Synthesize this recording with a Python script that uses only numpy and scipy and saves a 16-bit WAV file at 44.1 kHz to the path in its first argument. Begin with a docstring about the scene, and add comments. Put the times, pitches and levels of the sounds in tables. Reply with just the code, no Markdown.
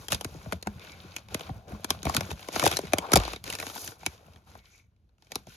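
"""A stiff plastic film is pulled off the metal stand of a monitor and turned over in one hand, close by in a quiet room.
Its creases snap through and send dispersive bending waves across the sheet, treble first and bass last.
Sliding is grainy noise, a hiss over a duller rub; the loose sheet flutters and a taut edge sings in a narrow band.
Smaller creases tick and rustle as impulses that start shorter bending waves; resonances of the sheet colour it all.
The stand is a set of damped modes: it hums when tugged, and rocks as the film comes free."""
import sys
import numpy as np
from scipy import signal
from scipy.fft import rfft, irfft, next_fast_len
from scipy.io import wavfile

SR = 44100
rng = np.random.default_rng(int(sys.argv[2]) if len(sys.argv) > 2 else 0)


def persist_wave(psi):
    """Save psi, clipped to +-1, as 16-bit WAV."""
    counts = np.round(np.clip(psi, -1, 1) * 32767).astype(np.int16)
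    wavfile.write(sys.argv[1], SR, np.atleast_2d(counts).T)


N = 245195
TIME = np.arange(N) / SR
WAVE_SIZE = 6144   # samples in one bending wave

# large creases snapping through; travel is the bending-wave delay at 1 kHz before the delay at the top is taken off;
# levels are relative: start_s, travel_ms, thud_db, crack_db, ring_hz
CREASES = [(0.0836,1.6,-41.5,-33.5,3240), (0.1205,2.53,-23,-22,2970), (0.129,1.78,-33,-26,910),
           (0.1459,2,-36,-28,3370), (0.2104,1.1,-36,-34.5,3280), (0.2458,2.6,-29,-32.5,586),
           (0.342,4.6,-35,-69,630), (.458,3.6,-31,-76,635), (0.5229,2.07,-24,-35.5,650),
           (.529,2.8,-41,-37,610), (0.6263,1,-44.5,-37.5,4540), (.671,1.76,-25.5,-37.5,443),
           (1.037,4.9,-41.5,-70,380), (1.1643,0.61,-41,-31.5,2480), (1.3448,2.2,-27,-27,634),
           (1.491,3.17,-27,-57,780), (1.719,2.7,-35,-54.5,298.7), (1.845,1.1,-31.5,-29,920),
           (1.9046,1.23,-23,-19.5,1160), (2.03,1.3,-41,-37,6600), (2.053,1.77,-27,-33.5,683),
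           (2.067,1.6,-23.5,-45,540), (2.0956,1.3,-23.5,-33,1080), (2.147,2.77,-25,-27,750),
           (2.1655,3.1,-24,-19.5,1300), (2.208,1.67,-29,-31,384), (2.3136,1.64,-33.5,-36,3720),
           (2.486,1.2,-30.5,-38,575.5), (2.56,1.84,-23,-38,605), (2.596,1.1,-29.5,-24,3540),
           (2.6258,2.06,-22,-35,600), (2.6381,1.6,-18.5,-24.5,514), (2.6574,1.2,-31,-21.5,590),
           (2.6636,1.32,-13,-20.5,570), (2.676,1.2,-32.5,-23.5,623), (2.7139,1.3,-30,-28.5,3050),
           (2.7696,1,-32,-22.5,5670), (2.789,1.4,-24.5,-33,414), (2.83,3.8,-30.5,-63,405.5),
           (2.934,1.3,-14,-21.5,2500), (2.984,1.63,-26,-24.5,3050), (3.1188,1.4,-24.5,-27,900),
           (3.1322,2.24,-12.5,-24,1365), (3.1355,1.2,-16.5,-14,1409), (3.1574,1.3,-13,-15,814),
           (3.162,2.3,-13,-19.5,571), (3.172,1.5,-25.5,-20,3600), (3.278,1.2,-30.5,-41.5,1150),
           (3.334,1.62,-33.5,-39,1242), (3.4406,1,-46,-37.5,1530), (3.501,1.1,-52,-30,2940),
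           (3.526,1,-64,-34,2000), (3.5362,1.2,-38,-39,1400), (3.552,1,-61,-33.5,2470),
           (3.5999,1,-39,-33,2340), (3.759,1.68,-35.5,-45,940), (3.876,3.1,-42,-35.5,6640),
           (4.031,1.4,-42,-59,930), (4.063,2.1,-29,-23.5,2450), (4.5522,1.67,-44,-60,894),
           (5.3188,1.55,-40,-36.5,4430), (5.356,1.55,-31.5,-26,3770), (5.469,2.65,-41,-53.5,354)]


def from_db(db):
    """Level to amplitude: 20 dB is a factor of ten."""
    return 10 ** (np.asarray(db) / 20)


def rms_one(x):
    """Normalise the mean power to 1."""
    return x / np.sqrt(np.mean(x ** 2) + 1e-20)


def unit_energy(x):
    """Normalise the energy of each row to 1."""
    return x / np.linalg.norm(x, axis=-1, keepdims=True)


def in_time(rows):
    """Linear interpolation of each column of a curve at every sample."""
    s, *columns = np.transpose(rows)
    return [np.interp(TIME, s, column) for column in columns]


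def at_hz(points, hz, axis=1):
    """Interpolation of one column along a logarithmic frequency axis."""
    points = np.array(points)
    return np.interp(np.log(np.maximum(hz, 1)), np.log(points[:, 0]), points[:, axis])


def band(x, low_hz, high_hz, order=2):
    """Causal Butterworth band-pass."""
    edges = [low_hz, min(high_hz, SR / 2 - 100)]
    return signal.sosfilt(signal.butter(order, edges, "band", fs=SR, output="sos"), x)


def colour(x, gain_at):
    """Linear filtering: the spectrum is multiplied by a gain given as a function of frequency."""
    size = next_fast_len(N + WAVE_SIZE)
    gain = gain_at(np.fft.rfftfreq(size, 1 / SR))
    return irfft(rfft(x, size) * gain, size)[..., :N]


def shaped(x, spectrum):
    """Spectral shaping of a noise, brought to an rms of 1."""
    return rms_one(colour(x, lambda hz: from_db(at_hz(spectrum, hz))))


def drift(per_s):
    """Slow random modulation: straight lines between Gaussian knots, rms 1."""
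    knots = rng.standard_normal(N)
    return rms_one(np.interp(TIME * per_s, np.arange(N), knots))


def add(track, s, sound):
    """Superposition: mix a sound into a track from time s on."""
    start = max(round(s * SR), 0)
    track[..., start:start + sound.shape[-1]] += sound[..., :N - start]


def room_tone():
    """Stationary background: Gaussian noise with a falling spectrum."""
    # faint tone of the room: frequency_hz, density_db
    tone_spectrum = [(25, -10.5), (80, -9), (150, -23), (330, -30.5), (900, -44.5), (3500, -51),
                     (16000, -68.5)]
    return from_db(-64.5) * shaped(rng.standard_normal((2, N)), tone_spectrum)


def stand():
    """Forced modal vibration: a short half-sine push makes the stand hum, a long one rocks the heavy screen."""
    # tugs on the stand: start_s, impulse_db, push_ms
    tugs = [(0.669, -34.5, 0.85), (1.729, -30, 4.7), (3.168, -8.5, 12)]
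    # modes of stand and screen: frequency_hz, level_db, t60_s
    modes = [(57.3, -17.5, 0.55), (87.5, -4, 0.17), (204, -8, 0.29), (206, 5.5, 0.14)]
    force = np.zeros(N)
    for s, db, push_ms in tugs:
        phase = (TIME - s) * 1e3 / push_ms
        push = np.sin(np.pi * np.clip(phase, 0, 1))
        force += from_db(db) * push / push.sum()
    out = 0
    for hz, db, t60 in modes:
        radius = from_db(-60 / (t60 * SR))
        angle = 2 * np.pi * hz / SR
        resonator = [0, np.sin(angle)], [1, -2 * radius * np.cos(angle), radius ** 2]
        out = out + from_db(db) * signal.lfilter(*resonator, force + 1e-18)
    return out * np.array([[1], [0]])   # all of it in the common signal


def stroke(start_s, length_s, swell_share=0.24, release_s=0.026):
    """Amplitude envelope of a hand movement: gathers speed over a share of its length, holds and decays."""
    swell = np.sin(np.pi / 2 * np.clip((TIME - start_s) / (swell_share * length_s), 0, 1)) ** 2
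    return swell * np.exp(-np.maximum(TIME - start_s - length_s, 0) / release_s)


def edge_drags():
    """Narrow-band friction: a taut edge rubs unevenly in a band that wanders with its free length."""
    # drags of the edge: start_s, length_s, level_db, centre_hz, width_hz
    drags = [(0.785, 0.15, -60, 2190, 350), (1.45, 0.73, -54.5, 621.3, 257), (2.94, 0.27, -36.5, 871, 505),
             (4.464, 0.335, -69.5, 2123, 447), (4.698, 0.085, -62, 6100, 1300)]
    wander_octaves = 0.04   # rms
    out = 0
    for start_s, length_s, db, hz, width_hz in drags:
        pitch_hz = hz * 2 ** (wander_octaves * drift(9))
        lowpass = signal.butter(2, width_hz / 2, fs=SR, output="sos")
        spread = signal.sosfilt(lowpass, rng.standard_normal((2, 2, N)))
        phase = 2 * np.pi * np.cumsum(pitch_hz) / SR
        rub = spread[0] * np.cos(phase) + spread[1] * np.sin(phase)
        rub = rub * from_db(3.2 * drift(40))
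        out = out + from_db(db) * stroke(start_s, length_s) * rms_one(rub)
    return out


def pulling():
    """Power sum of a resting level, a faint sliding and the pulls: levels of the rub and of the hiss in dB."""
    # pulls of the film over metal and skin: start_s, length_s, rub_db, hiss_db
    pulls = [(-.03, 0.077, -52.5, -53), (0.1, 0.031, -40, -37), (0.137, 0.42, -54, -57),
             (0.634, 0.15, -55.5, -62), (0.794, 0.11, -52, -53.5), (0.862, 0.34, -55.5, -57.5),
             (1.276, 0.2, -49.5, -53), (1.47, 0.1, -53, -64.5), (1.667, 0.095, -48, -56.5),
             (1.754, 0.26, -58.5, -60), (1.882, 0.062, -49, -50), (2.027, 0.16, -41, -45),
             (2.19, 0.13, -47.5, -49.5), (2.332, 0.29, -55, -52.5), (2.502, 0.24, -39, -36.5),
             (2.72, 0.18, -53, -51.5), (2.882, 0.44, -47, -54.5), (3.115, 0.22, -51, -44.5),
             (3.441, 0.11, -45, -43), (3.568, 0.14, -48, -45), (3.713, 0.17, -50, -45.5),
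             (3.87, 0.052, -52, -52), (3.975, 0.17, -58, -55.5), (4.135, 0.25, -64, -69.5),
             (4.448, 0.14, -59.5, -61.5), (4.614, 0.18, -70.5, -64.5), (5.167, 0.35, -73, -70),
             (5.296, 0.093, -56, -58), (5.46, 0.11, -68, -55)]

    def amplitudes(rub_db, hiss_db):
        return from_db([[rub_db], [hiss_db]])

    # until it fades near the end, a faint sliding goes on beneath the pulls
    fade_from_s, fade_s = 4.315, 0.15
    fade = np.exp(-np.maximum(TIME - fade_from_s, 0) / fade_s)
    resting = amplitudes(-86, -92.5)   # held still between the fingers
    power = resting ** 2 + (amplitudes(-62.5, -69) * fade) ** 2
    for start_s, length_s, rub_db, hiss_db in pulls:
        power = power + (amplitudes(rub_db, hiss_db) * stroke(start_s, length_s)) ** 2
    return 10 * np.log10(power)


def slips(per_s, size_db, decay_ms, share):
    """Stick-slip friction: tiny decaying bursts of uneven size over a smooth base; an envelope of rms 1."""
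    happens = rng.random(N) < per_s / SR
    sizes = from_db(size_db * np.minimum(rng.exponential(1, N), 4)) * happens
    bursts = signal.lfilter([1], [1, -np.exp(-1e3 / (decay_ms * SR))], sizes + 1e-18)
    return np.sqrt(1 - share + share * rms_one(bursts) ** 2)


def grainy(white, count=8):
    """Noise modulated by stick-slip: each slip excites only its own part of the spectrum."""
    edges_hz = np.geomspace(100, 18000, count + 1)
    out = 0
    for k, (low_hz, high_hz) in enumerate(zip(edges_hz, edges_hz[1:])):
        envelope = slips(per_s=110, size_db=5.5, decay_ms=2.6, share=0.34)
        out = out + band(white[k % 2] * envelope, low_hz, high_hz)
    return out


def waving(rub_db):
    """Forced flutter of a loose sheet: the rubbing stirs it, and every snap shakes it equally for a moment; a gain."""
    # slack, as the flutter under a typical rub: time_s, level_db
    slack = [(0, -44.5), (1.4, -49), (2.3, -40), (2.7, -51.5)]
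    typical_rub_db, follow_share = -51.5, 0.61   # the flutter follows a share of the rub's swing
    shake_db, shake_decay_s = -51, 0.029
    kicks = np.zeros(N)   # power
    for s, *_ in CREASES:
        kicks[round(s * SR)] = from_db(shake_db) ** 2
    shake = signal.lfilter([1], [1, -np.exp(-2 / (shake_decay_s * SR))], kicks + 1e-18)
    slack_db, = in_time(slack)
    stirred_db = slack_db + follow_share * (rub_db - typical_rub_db)
    return np.sqrt(shake + from_db(stirred_db) ** 2)


def sliding(rub_db, hiss_db, pivot_hz=4500):
    """Sliding friction over metal and skin: a grainy hiss, a duller rub, and the loose sheet fluttering."""
    # spectra of the three noises: frequency_hz, density_db
    hiss_spectrum = [(900, -20.5), (1500, -5), (1900, -10.5), (2300, -9.5), (4400, -4.5), (6800, -7.5),
                     (8400, -16.5), (10500, -9.5), (13000, -13.5), (15000, -23), (16500, -43)]
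    rub_spectrum = [(150, -25), (300, -2), (600, -0.5), (1100, -4), (1450, -10.5), (1800, -15.5),
                    (3500, -29)]
    flutter_spectrum = [(25, -41), (45, -6.5), (85, 5.5), (130, -5.5), (200, -0.5), (290, -25.5),
                        (600, -47)]
    # the speed of the sliding lifts the top of the hiss: time_s, tilt_db
    brightness = [(0, 1.5), (1.0, -5), (1.6, -4.5), (2.65, 0), (3.3, -7), (3.55, 0), (3.82, 8), (4.0, -1.5)]
    tilt_db, = in_time(brightness)
    hiss = shaped(grainy(rng.standard_normal((2, 2, N))), hiss_spectrum)
    top = colour(hiss, lambda hz: hz ** 4 / (hz ** 4 + pivot_hz ** 4))
    hiss = top * from_db(tilt_db) + (hiss - top) * from_db(-tilt_db)
    rub = shaped(grainy(rng.standard_normal((2, 2, N))), rub_spectrum)
    uneven = rng.standard_normal((2, N)) * from_db(4.4 * drift(30))
    flutter = shaped(uneven, flutter_spectrum)
    return hiss * from_db(hiss_db) + rub * from_db(rub_db) + flutter * waving(rub_db)


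def crease_resonances(ring_hz, ripple_hz=300, damped_above_hz=10000):
    """Minimum-phase resonance: each crease rings at its own pitch among chance ones, never before the snap."""
    ring_height_db, half_width_octaves, ripple_db = 8.5, 0.15, 4.5
    hz = np.fft.rfftfreq(WAVE_SIZE, 1 / SR)
    draws = rng.standard_normal((len(ring_hz), len(hz)))
    bumps = np.array([np.interp(hz / ripple_hz, np.arange(len(draw)), draw) for draw in draws])
    chance_db = ripple_db * bumps * hz / (hz + ripple_hz) / (1 + (hz / damped_above_hz) ** 2)
    octaves_off = np.log2((hz + 1) / ring_hz[:, None])
    ring_db = ring_height_db / (1 + (octaves_off / half_width_octaves) ** 2)
    # folding the cepstrum onto positive times makes the response causal
    cepstrum = irfft(np.log(from_db(ring_db + chance_db)))
    causal = np.sign(np.fft.fftfreq(WAVE_SIZE)) + 1
    return np.exp(rfft(cepstrum * causal))[:, None]


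def bending_waves(rows, dispersion=0.7, rise_ms=0.084):
    """Dispersion in a plate: per row (travel ms, ring Hz, four register dB), a pulse and its edge reflections."""
    # registers from flap to tick, decay of the reflections and their energy share:
    # low_hz, high_hz, decay_ms, reflected_share
    registers = [(68, 220, 9.1, 0.64), (250, 896, 2.4, 0.61), (1150, 5930, 3, 0.42),
                 (4000, 11000, 3.3, 0.39)]
    t = np.arange(WAVE_SIZE) / SR
    ms = t * 1e3
    khz = np.fft.rfftfreq(WAVE_SIZE, 1 / SR) / 1e3
    # low notes travel slowest: the delay falls to nothing at the top of the treble
    power = 1 - dispersion
    spread = khz ** power / power - khz * khz[-1] ** (power - 1)
    path = np.exp(-2j * np.pi * rows[:, 0, None, None] * spread) * crease_resonances(rows[:, 1])
    chance = rng.standard_normal((len(rows), len(registers), 2, WAVE_SIZE))
    waves = 0
    for k, (low_hz, high_hz, decay_ms, reflected) in enumerate(registers):
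        envelope = np.exp(-ms / decay_ms) * (1 - np.exp(-ms / rise_ms))
        wave = unit_energy(band(chance[:, k] * envelope + 1e-18, low_hz, high_hz))
        direct = unit_energy(band((t == 0) + 1e-18, low_hz, high_hz))
        wave[:, 0] = np.sqrt(reflected) * wave[:, 0] + np.sqrt(1 - reflected) * direct
        waves = waves + unit_energy(irfft(rfft(wave) * path)) * from_db(rows[:, 2 + k, None, None])
    return waves * np.sqrt(0.01 * SR)   # register levels are rms over 10 ms


def small_creases(count, register_db=(-10, -1.5, 0.1, -11)):
    """Dispersive waves of small creases: alike in balance, each with its own travel time and ring."""
    travel, pitch = rng.random((count, 2)).T
    balance = np.tile(register_db, (count, 1))
    return bending_waves(np.column_stack([0.715 + 1.414 * travel, 900 * 5.0 ** pitch, balance]))


def crinkles(hiss_db, count=18):
    """Random impulse process: small creases give way during crumpling, louder the harder the film is pulled."""
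    # crumpling of the film, level over the hiss: time_s, creases_per_s, level_db
    crumpling = [(.9, 63, -9.5), (1.9, 21, -18), (2.1, 130, -2.5), (2.7, 120, -3.5), (3.25, 120, -4),
                 (3.85, 70, -6), (4.4, 38, -6)]
    per_s, gain_db = in_time(crumpling)
    sizes_db = 4.5 * np.minimum(rng.exponential(1, N), 3)
    clicks = from_db(sizes_db) * (rng.random(N) < per_s / SR)
    dealt = rng.integers(0, count, N)   # which wave each click starts
    out = 0
    for k, wave in enumerate(small_creases(count)):
        out = out + signal.oaconvolve((clicks * (dealt == k))[None], wave, axes=-1)[:, :N]
    return rms_one(out) * from_db(gain_db + hiss_db)


def ticks():
    """Isolated impulses: the small creases that stand out from the rustle."""
    # clearest small creases: start_s, level_db
    clear_creases = [(.7955, -51), (.8479, -52), (1.1838, -50.5), (1.286, -53), (1.395, -44.5),
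                     (1.408, -41), (2.141, -35.5), (2.3066, -41), (2.544, -42), (2.6514, -28.5),
                     (2.7257, -32), (2.7364, -37), (2.8698, -47.5), (3.2, -35), (3.2357, -38.5),
                     (3.2514, -34.5), (3.3043, -57), (3.361, -41), (3.477, -41), (3.5872, -39),
                     (3.626, -37), (3.6671, -37), (3.699, -44), (4.1783, -60.5), (4.2637, -65),
                     (4.3352, -61), (4.36, -58), (4.9635, -81), (5.0914, -77.5), (5.182, -73),
                     (5.223, -59.5), (5.2693, -63.5)]
    out = np.zeros((2, N))
    for (s, db), wave in zip(clear_creases, small_creases(len(clear_creases))):
        add(out, s, from_db(db) * wave)
    return out


def split(db, balance_db):
    """Energy partition of a level between two registers, the first stronger by balance_db."""
    second_db = db - 10 * np.log10(1 + from_db(balance_db) ** 2)
    return second_db + balance_db, second_db


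def snap_registers():
    """Energy partition of each snap: rows of (travel ms, ring Hz, flap, pop, crack, tick dB)."""
    _, travel_ms, thud_db, strength_db, ring_hz = np.transpose(CREASES)
    # a wave that travels longer than 2.39 ms is more flap than pop: 17.5 dB per doubling
    flap_db, pop_db = split(thud_db, 17.5 * np.log2(travel_ms / 2.39))
    # a crack stronger than -25.5 dB is more tick than crack
    tick_db, crack_db = split(strength_db, 0.095 * (strength_db + 25.5))
    return np.column_stack([travel_ms, ring_hz, flap_db, pop_db, crack_db, tick_db])


def snaps(gain_db=-0.52, first_crack_db=-23, lead_s=0.0043):
    """Snap-through buckling of large creases; a faint crack runs just ahead as each starts to give."""
    waves = bending_waves(snap_registers())
    first_cracks = from_db(first_crack_db) * band(waves, 376, 7500)
    out = np.zeros((2, N))
    for (s, *_), wave, crack in zip(CREASES, waves, first_cracks):
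        add(out, s - lead_s * rng.uniform(0.93, 3.6), crack)
        add(out, s, wave)
    return from_db(gain_db) * out


def sheet(x, sharpness=16, gain_db=-1.5):
    """Plate resonance: the sheet lifts its own resonances out of the sound."""
    # resonances of the sheet: frequency_hz, lift_db
    resonances = [(1450, 5), (2250, 6.5), (2520, 5.5), (3100, 2.5), (3700, 3), (6950, 1.5)]
    out = x.copy()
    for hz, db in resonances:
        out += (from_db(db) - 1) * signal.lfilter(*signal.iirpeak(hz, sharpness, fs=SR), x)
    return from_db(gain_db) * out


def room(x, wet_db=-22, first_s=0.00036, treble_db=-6, t60_s=0.12):
    """Diffuse reverberation: a faint, exponentially decaying noise tail, weaker in the treble."""
    t = np.arange(SR // 3) / SR
    edges_hz = np.geomspace(100, 16000, 8)
    tail = 0
    for low_hz, high_hz in zip(edges_hz, edges_hz[1:]):
        noise = band(rng.standard_normal((2, len(t))), low_hz, high_hz)
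        tail = tail + noise * from_db(treble_db * low_hz / edges_hz[-2])
    tail = unit_energy(tail * from_db(-60 * t / t60_s) * (t > first_s))
    return from_db(wet_db) * signal.fftconvolve(x[:1], tail, axes=-1)[:, :N]


def microphones(pair):
    """Interchannel coherence: two unrelated signals (common, differing) become left and right."""
    # the two microphones and the paths to them, likeness from 0 to 1, left against right:
    # frequency_hz, likeness, level_difference_db, left_lead_rad
    paths = [(60.6, 0.96, 0, .05), (314, 0.96, 0.8, 0.37), (750, 1, 3.5, 0.94), (1300, 0, 6.5, 0.69),
             (1940, 0.1, -2, 3.16), (2500, .8, 3.5, 6.7), (3670, 0.5, 0, 6.42), (4880, 0.1, 3.5, 9),
             (6100, .7, 0.5, 13), (7975, 0.99, -0.5, 9.55), (14950, .95, 0.5, 3.83)]

    def gains(hz):
        alike, pan_db, lead = (at_hz(paths, hz, axis=k) for k in range(1, 4))
        left = from_db(pan_db / 2) * np.exp(.5j * lead)
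        sides = np.array([left, 1 / left]) / np.sqrt(abs(left) ** 2 + abs(left) ** -2)
        common = sides * np.sqrt(1 + alike)
        differing = sides * np.sqrt(1 - alike) * [[1], [-1]]
        return np.array([common, differing])
    return colour(pair[:, None], gains).sum(axis=0)


def scene():
    """Superposition of film, its reverberation, stand and room tone at the two microphones."""
    rub_db, hiss_db = pulling()
    film = sheet(snaps() + ticks() + crinkles(hiss_db) + sliding(rub_db, hiss_db) + edge_drags())
    return microphones(film + room(film) + stand() + room_tone())


def record(dry, low_cut_hz=44, cutoff_hz=16300):
    """Band limiting: the lowest bass is rolled off and the top is cut steeply."""
    dry = signal.sosfilt(signal.butter(6, low_cut_hz, "high", fs=SR, output="sos"), dry)
    return signal.sosfilt(signal.ellip(10, .2, 80, cutoff_hz, fs=SR, output="sos"), dry)


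dry = scene()
out = record(dry)
persist_wave(out)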